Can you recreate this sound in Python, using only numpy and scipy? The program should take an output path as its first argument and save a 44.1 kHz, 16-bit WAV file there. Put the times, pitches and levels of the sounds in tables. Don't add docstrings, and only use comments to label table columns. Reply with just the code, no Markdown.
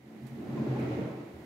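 import sys
import numpy as np
from scipy import signal
from scipy.fft import rfft, irfft, next_fast_len
from scipy.io import wavfile
from scipy.ndimage import uniform_filter1d, map_coordinates

SR = 44100
rng = np.random.default_rng(int(sys.argv[2]) if len(sys.argv) > 2 else 0)


def pcm_store(signal):
    levels = np.round(np.clip(np.atleast_2d(signal), -1, 1) * 32767)
    wavfile.write(sys.argv[1], SR, levels.astype(np.int16).T)


N = 63945

# centre_hz, width_hz, gain_db
BOX_MODES = [(131.5, 11, 0), (228.5, 9, -1)]
# time_s, lower_hz, upper_hz
BOX_GLIDE = [(.2, 130.3, 222), (.34, 132.1, 229.8), (.52, 131, 224.7), (0.619, 141, 230.7),
             (.7, 130.3, 227.2), (.83, 128.9, 229.8), (.92, 121, 231.7), (1.05, 130.2, 223.8)]
# time_s, level_db
BOX_LOWER_LEVEL = [(0, -61), (.19, -64), (.225, -45.5), (.26, -43.5), (.292, -56), (.332, -41.5),
                   (.42, -70), (.48, -49), (.545, -39.5), (.575, -55), (.612, -30), (.66, -55), (.695, -32),
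                   (.76, -36.5), (.795, -43), (.825, -35.5), (.89, -42.5), (.92, -35.5), (.965, -40.5),
                   (1.05, -39.5), (1.13, -52.5), (1.175, -53), (1.21, -55), (1.45, -66)]
BOX_UPPER_LEVEL = [(0, -82), (.085, -52.5), (.125, -57), (.15, -48.5), (.19, -51), (.215, -47), (.258, -44),
                   (.286, -66), (.318, -43.5), (.405, -44), (.45, -60), (.49, -38.5), (.56, -39.5),
                   (.63, -35), (.7, -38), (.75, -49), (.778, -37), (.826, -33), (.856, -62), (.9, -39),
                   (.96, -61), (.985, -38.5), (1.1, -50.5), (1.45, -67)]
# centre_hz, width_hz, gain_db
PANEL_MODES = [(208.3, 7.8, 5.5), (291.3, 8.4, 3.5), (328, 55, -2), (354.3, 13.4, 0), (402.2, 5, -3),
               (428.6, 26, 1.5), (476, 9.6, -6), (545.8, 27.5, -3), (631.3, 12, -4), (725, 9, -7),
               (749, 19, -15), (810, 21, -46), (1021, 17, -19), (1287, 8.9, -7.5), (1370, 23, -20)]
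# freq_hz, relative_db
RUMBLE_SPECTRUM = [(25, -39), (50, -44), (78, -14.5), (105, -7.5), (135, -4), (180, 1), (230, -2.5),
                   (300, 1), (450, -5), (700, -17), (1100, -26), (1600, -36), (3000, -44), (8000, -68)]
# time_s, level_db
RUMBLE_LOW_LEVEL = [(0, -68), (.06, -56.5), (.15, -51.5), (.24, -53), (.285, -53), (.345, -61), (.385, -43),
                    (.53, -41), (.565, -36), (.67, -41), (.74, -39), (.805, -37), (.835, -36.5),
                    (.9, -36.5), (.96, -40), (.995, -34.5), (1.08, -40), (1.12, -44.5), (1.215, -45.5),
                    (1.275, -51.5), (1.45, -52)]
RUMBLE_HIGH_LEVEL = [(0, -67.5), (.14, -57), (.21, -60.5), (.33, -57.5), (.4, -52), (.45, -48.5),
                     (.53, -47.5), (.58, -43.5), (.68, -41.5), (.78, -40.5), (.865, -39.5), (.89, -42),
                     (.925, -39.5), (.96, -43), (1.0, -41), (1.06, -41.5), (1.2, -47.5), (1.3, -52),
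                     (1.45, -56)]
# freq_hz, correlation
BODY_CORRELATION = [(60, 0.94), (150, 0.96), (280, 0.92), (500, 0.64), (1000, 0.29), (2200, -0.57),
                    (4500, 0.59), (10000, 1)]

# freq_hz, relative_db
RAIL_SPECTRUM = [(500, -31), (1400, -6.5), (1950, 8.5), (2500, 0.5), (3200, -6.5), (4200, -10), (5200, -12),
                 (7000, -11), (9000, -38), (15000, -24)]
# time_s, relative_db
RAIL_LEVEL = [(0, -68.5), (.1, -64.5), (.3, -61.5), (.47, -60.5), (.555, -56.5), (.578, -55.5),
              (.615, -56.5), (.66, -56), (.78, -55), (.8, -54), (.98, -54.5), (1.12, -59.5), (1.27, -62),
              (1.45, -61.5)]
# freq_hz, correlation
RAIL_CORRELATION = [(1000, -0.19), (2200, 0.18), (4500, -0.5), (10000, 0.27)]
# freq_hz, left_minus_right_db
RAIL_BALANCE = [(1000, -6), (2000, -4), (4000, -19.5), (9000, -1)]
# freq_hz, relative_db
DAMPER_SPECTRUM = [(900, -24), (1400, -8), (1900, 3), (2250, 6), (2700, 1), (3200, -12), (4500, -33),
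                   (8000, -25.5)]

# start_s, peak_db, pitch_hz
RUNNER_KNOCKS = [(0.209, -41.5, 173), (.6, -30.5, 275), (0.62, -24.5, 245), (.668, -27, 342.2),
                 (.711, -29.5, 327), (0.795, -24.5, 314), (0.824, -29, 130), (1.203, -36, 290),
                 (1.352, -46, 110)]
# start_s, peak_db
SEAT_BUMPS = [(.975, -27), (.990, -24.5), (1.017, -27.5), (1.036, -37)]
# centre_hz, width_hz, gain_db
SEATING_MODES = [(130, 22, 12), (219.6, 33, 10), (328.2, 43, 0), (400, 30, -1), (460, 27, 7), (555, 27, -2)]
# start_s, level_db, pitch_hz
DRAWER_FRONT_RINGS = [(.905, -32, 547.5), (.912, -48, 645), (1.055, -40.5, 639.4)]
CABINET_THUMPS = [(.215, -48, 88), (0.459, -41, 91), (.53, -54, 86.5), (.74, -50, 87), (.812, -41, 81),
                  (.935, -40.5, 88), (1.333, -43, 80.4)]
RAIL_PINGS = [(.572, -38, 1037), (.578, -52, 2500), (.628, -50, 1050), (.762, -37, 855), (1.032, -47, 1120)]
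# start_s, level_db
FITTING_TICKS = [(0.266, -56), (0.789, -63)]
# freq_hz, relative_db
TICK_SPECTRUM = [(300, -34), (1500, 8.5), (2500, 5.5), (4500, 3.5), (9000, 3.5), (15500, 1)]

# freq_hz, t60_s
ROOM_DECAY = [(100, 0.13), (1000, 0.12), (10000, 0.39)]
# freq_hz, relative_db
ROOM_SPECTRUM = [(25, -2.5), (50, -7), (80, 12.5), (170, 0.5), (330, 19), (450, -8.5), (700, 6),
                 (1300, -5.5), (2000, -4), (3200, -15.5), (6000, -20.5), (8200, -21.5), (12000, -20.5),
                 (15500, -21.5)]
# time_s, level_db
ROOM_LEVEL = [(0, -61), (.1, -57.5), (.3, -53), (.8, -52), (1.2, -55), (1.45, -52.5)]
# freq_hz, correlation
ROOM_CORRELATION = [(60, 0.92), (300, 1), (1000, 0.31), (4000, 0.078), (8000, 1), (14000, 0.5)]

BODY_PAN_DB = -0.54
TIME_S = np.arange(N) / SR


def box_boom():
    time_s, lower_hz, upper_hz = np.transpose(BOX_GLIDE)
    lower = box_hum(BOX_MODES[0], np.interp(TIME_S, time_s, lower_hz))
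    upper = box_hum(BOX_MODES[1], np.interp(TIME_S, time_s, upper_hz))
    return level(BOX_LOWER_LEVEL) * lower + level(BOX_UPPER_LEVEL) * upper


def box_hum(mode, pitch_hz, drift_share=0.013, noise_share=0.13, flutter_db=1.3):
    drifting_hz = pitch_hz * (1 + drift_share * wobble(knots_per_s=22))
    cycles = rng.random() + np.cumsum(drifting_hz) / SR
    hum = np.sqrt(2) * np.sin(2 * np.pi * cycles) * panned(BODY_PAN_DB)
    ring = ringing(contacts(grit=0.33), [mode], low_hz=73)
    rough = spread(ringing(ring, [mode], low_hz=73), BODY_CORRELATION, BODY_PAN_DB)
    tone = np.sqrt(1 - noise_share) * hum + np.sqrt(noise_share) * rough
    return amp(flutter_db * wobble(knots_per_s=36)) * even(tone, window_s=0.037)


def panel_rumble(modes_db=-3, dense_db=-1.5, crossover_hz=359):
    ring = spread(ringing(contacts(grit=0.22), PANEL_MODES, low_hz=168), BODY_CORRELATION, BODY_PAN_DB)
    dense = spread(coloured(contacts(grit=0.26), RUMBLE_SPECTRUM), BODY_CORRELATION, BODY_PAN_DB)
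    rumble = amp(modes_db) * ring + amp(dense_db) * dense
    low = filtered(rumble, lambda hz: 1 / (1 + (hz / crossover_hz) ** 12))
    return (level(RUMBLE_LOW_LEVEL) * even(low, window_s=0.0346)
            + level(RUMBLE_HIGH_LEVEL) * even(rumble - low, window_s=0.043))


def rail_rustle(gain_db=-2):
    rustle = spread(coloured(contacts(grit=0.14), RAIL_SPECTRUM), RAIL_CORRELATION, pan_db=0)
    rustle = filtered(rustle, lambda hz: panned(along(RAIL_BALANCE, hz)))
    return amp(gain_db) * level(RAIL_LEVEL) * unit(rustle)


def contacts(grit, hits_per_s=2600):
    hits = (rng.random((2, N)) < hits_per_s / SR) * rng.standard_normal((2, N))
    return np.sqrt(grit) * unit(hits) + np.sqrt(1 - grit) * rng.standard_normal((2, N))


def damper_rasp(start_s=0.79, attack_s=0.0017, hold_s=0.2, hold_db=-56, fade_db_per_s=50):
    age_s = since(start_s)
    bite_db = 9 * np.exp(-age_s / 0.023)
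    fade_db = fade_db_per_s * since(start_s + hold_s)
    envelope = (1 - np.exp(-age_s / attack_s)) * amp(hold_db + bite_db - fade_db)
    rasp = coloured(contacts(grit=0.13), DAMPER_SPECTRUM)
    return envelope * spread(rasp, RAIL_CORRELATION, pan_db=-6)


def runner_knocks(width_hz=61, body_db=-14):
    return sum(thud([(hz, width_hz, 0)], start_s, db)
               + thud(BOX_MODES + PANEL_MODES, start_s, db + body_db)
               for start_s, db, hz in RUNNER_KNOCKS)


def seating():
    front = struck(DRAWER_FRONT_RINGS, t60_s=0.23, attack_s=0.0095)
    return front + sum(thud(SEATING_MODES, start_s, db) for start_s, db in SEAT_BUMPS)


def cabinet_thumps():
    return struck(CABINET_THUMPS, t60_s=0.33, attack_s=0.015)


def rail_pings():
    return struck(RAIL_PINGS, t60_s=0.079, attack_s=0.0049)


def fitting_ticks():
    envelope = sum(decay(start_s, db, t60_s=0.13, attack_s=0.0018) for start_s, db in FITTING_TICKS)
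    noise = coloured(rng.standard_normal((2, N)), TICK_SPECTRUM)
    return envelope * spread(noise, ROOM_CORRELATION, pan_db=-10)


def room_reverb(x):
    hz, time_s, bins = signal.stft(rng.standard_normal((2, SR // 2)), SR, nperseg=256)
    fade = amp(-60 * time_s / along(ROOM_DECAY, hz)[:, None])
    _, tail = signal.istft(bins * fade, SR, nperseg=256)
    return signal.fftconvolve(x[None], tail / np.linalg.norm(tail[0]), axes=1)[:, :N]


def room_tone():
    noise = coloured(rng.standard_normal((2, N)), ROOM_SPECTRUM)
    return level(ROOM_LEVEL) * spread(noise, ROOM_CORRELATION, pan_db=-3.5)


def thud(modes, start_s, peak_db, cutoff_hz=520):
    push = signal.sosfilt(signal.butter(4, cutoff_hz, fs=SR, output="sos"), signal.unit_impulse(N))
    ring = ringing(push, modes, low_hz=147)
    return amp(peak_db) * np.pad(ring / np.abs(ring).max(), (round(start_s * SR), 0))[:N]


def struck(events, t60_s, attack_s):
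    return sum(decay(start_s, db, t60_s, attack_s) * np.sin(2 * np.pi * hz * since(start_s))
               for start_s, db, hz in events)


def ringing(x, modes, low_hz):
    def response(hz):
        ring = sum(amp(db) * 1j * hz * width_hz / (centre_hz ** 2 - hz ** 2 + 1j * hz * width_hz)
                   for centre_hz, width_hz, db in modes)
        highpass = (1j * hz / (low_hz + 1j * hz)) ** 2
        lowpass = 1 / (1 + 1j * hz / (2 * modes[-1][0])) ** 2
        return ring * highpass * lowpass
    return filtered(x, response)


def decay(start_s, db, t60_s, attack_s):
    age_s = since(start_s)
    return amp(db - 60 * age_s / t60_s) * (1 - np.exp(-age_s / attack_s))


def since(start_s):
    return np.maximum(TIME_S - start_s, 0)


def wobble(knots_per_s):
    return map_coordinates(rng.standard_normal(100), [TIME_S * knots_per_s], mode="mirror")


def spread(pair, correlation, pan_db):
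    def weights(hz):
        angle = np.arccos(np.clip(along(correlation, hz), -1, 1)) / 2
        return np.array([np.cos(angle), np.sin(angle)])
    mid, side = filtered(pair, weights)
    return unit(np.array([mid + side, mid - side]) * panned(pan_db))


def panned(pan_db):
    return amp(np.array([[1], [-1]]) * pan_db / 2)


def even(x, window_s):
    power = uniform_filter1d(np.mean(x ** 2, axis=0), int(window_s * SR))
    return x / np.sqrt(np.abs(power) + 1e-9)


def coloured(x, spectrum):
    return filtered(x, lambda hz: amp(along(spectrum, hz)))


def filtered(x, response):
    size = next_fast_len(N + SR // 2)
    return irfft(rfft(x, size) * response(np.fft.rfftfreq(size, 1 / SR)), size)[..., :N]


def along(points, hz):
    freq_hz, values = np.transpose(points)
    return np.interp(np.log(hz + 1), np.log(freq_hz + 1), values)


def level(rows):
    return amp(np.interp(TIME_S, *np.transpose(rows)))


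def unit(x):
    return x / np.sqrt(np.mean(x ** 2) + 1e-20)


def amp(db):
    return 10 ** (np.asarray(db) / 20)


def scene(reverb_db=-11):
    bumps = runner_knocks() + seating() + rail_pings()
    rolling = box_boom() + panel_rumble() + rail_rustle() + damper_rasp()
    reverb = amp(reverb_db) * room_reverb(bumps)
    return rolling + cabinet_thumps() + bumps + reverb + fitting_ticks() + room_tone()


def record(dry, low_cut_hz=58, shelf_db=-6, top_hz=15700):
    def response(hz):
        highpass = 1 / np.sqrt(1 + (low_cut_hz / (hz + 1)) ** 10)
        return np.maximum(highpass, amp(shelf_db)) * (hz < top_hz)
    return filtered(dry, response)


dry = scene()
out = record(dry)
pcm_store(out)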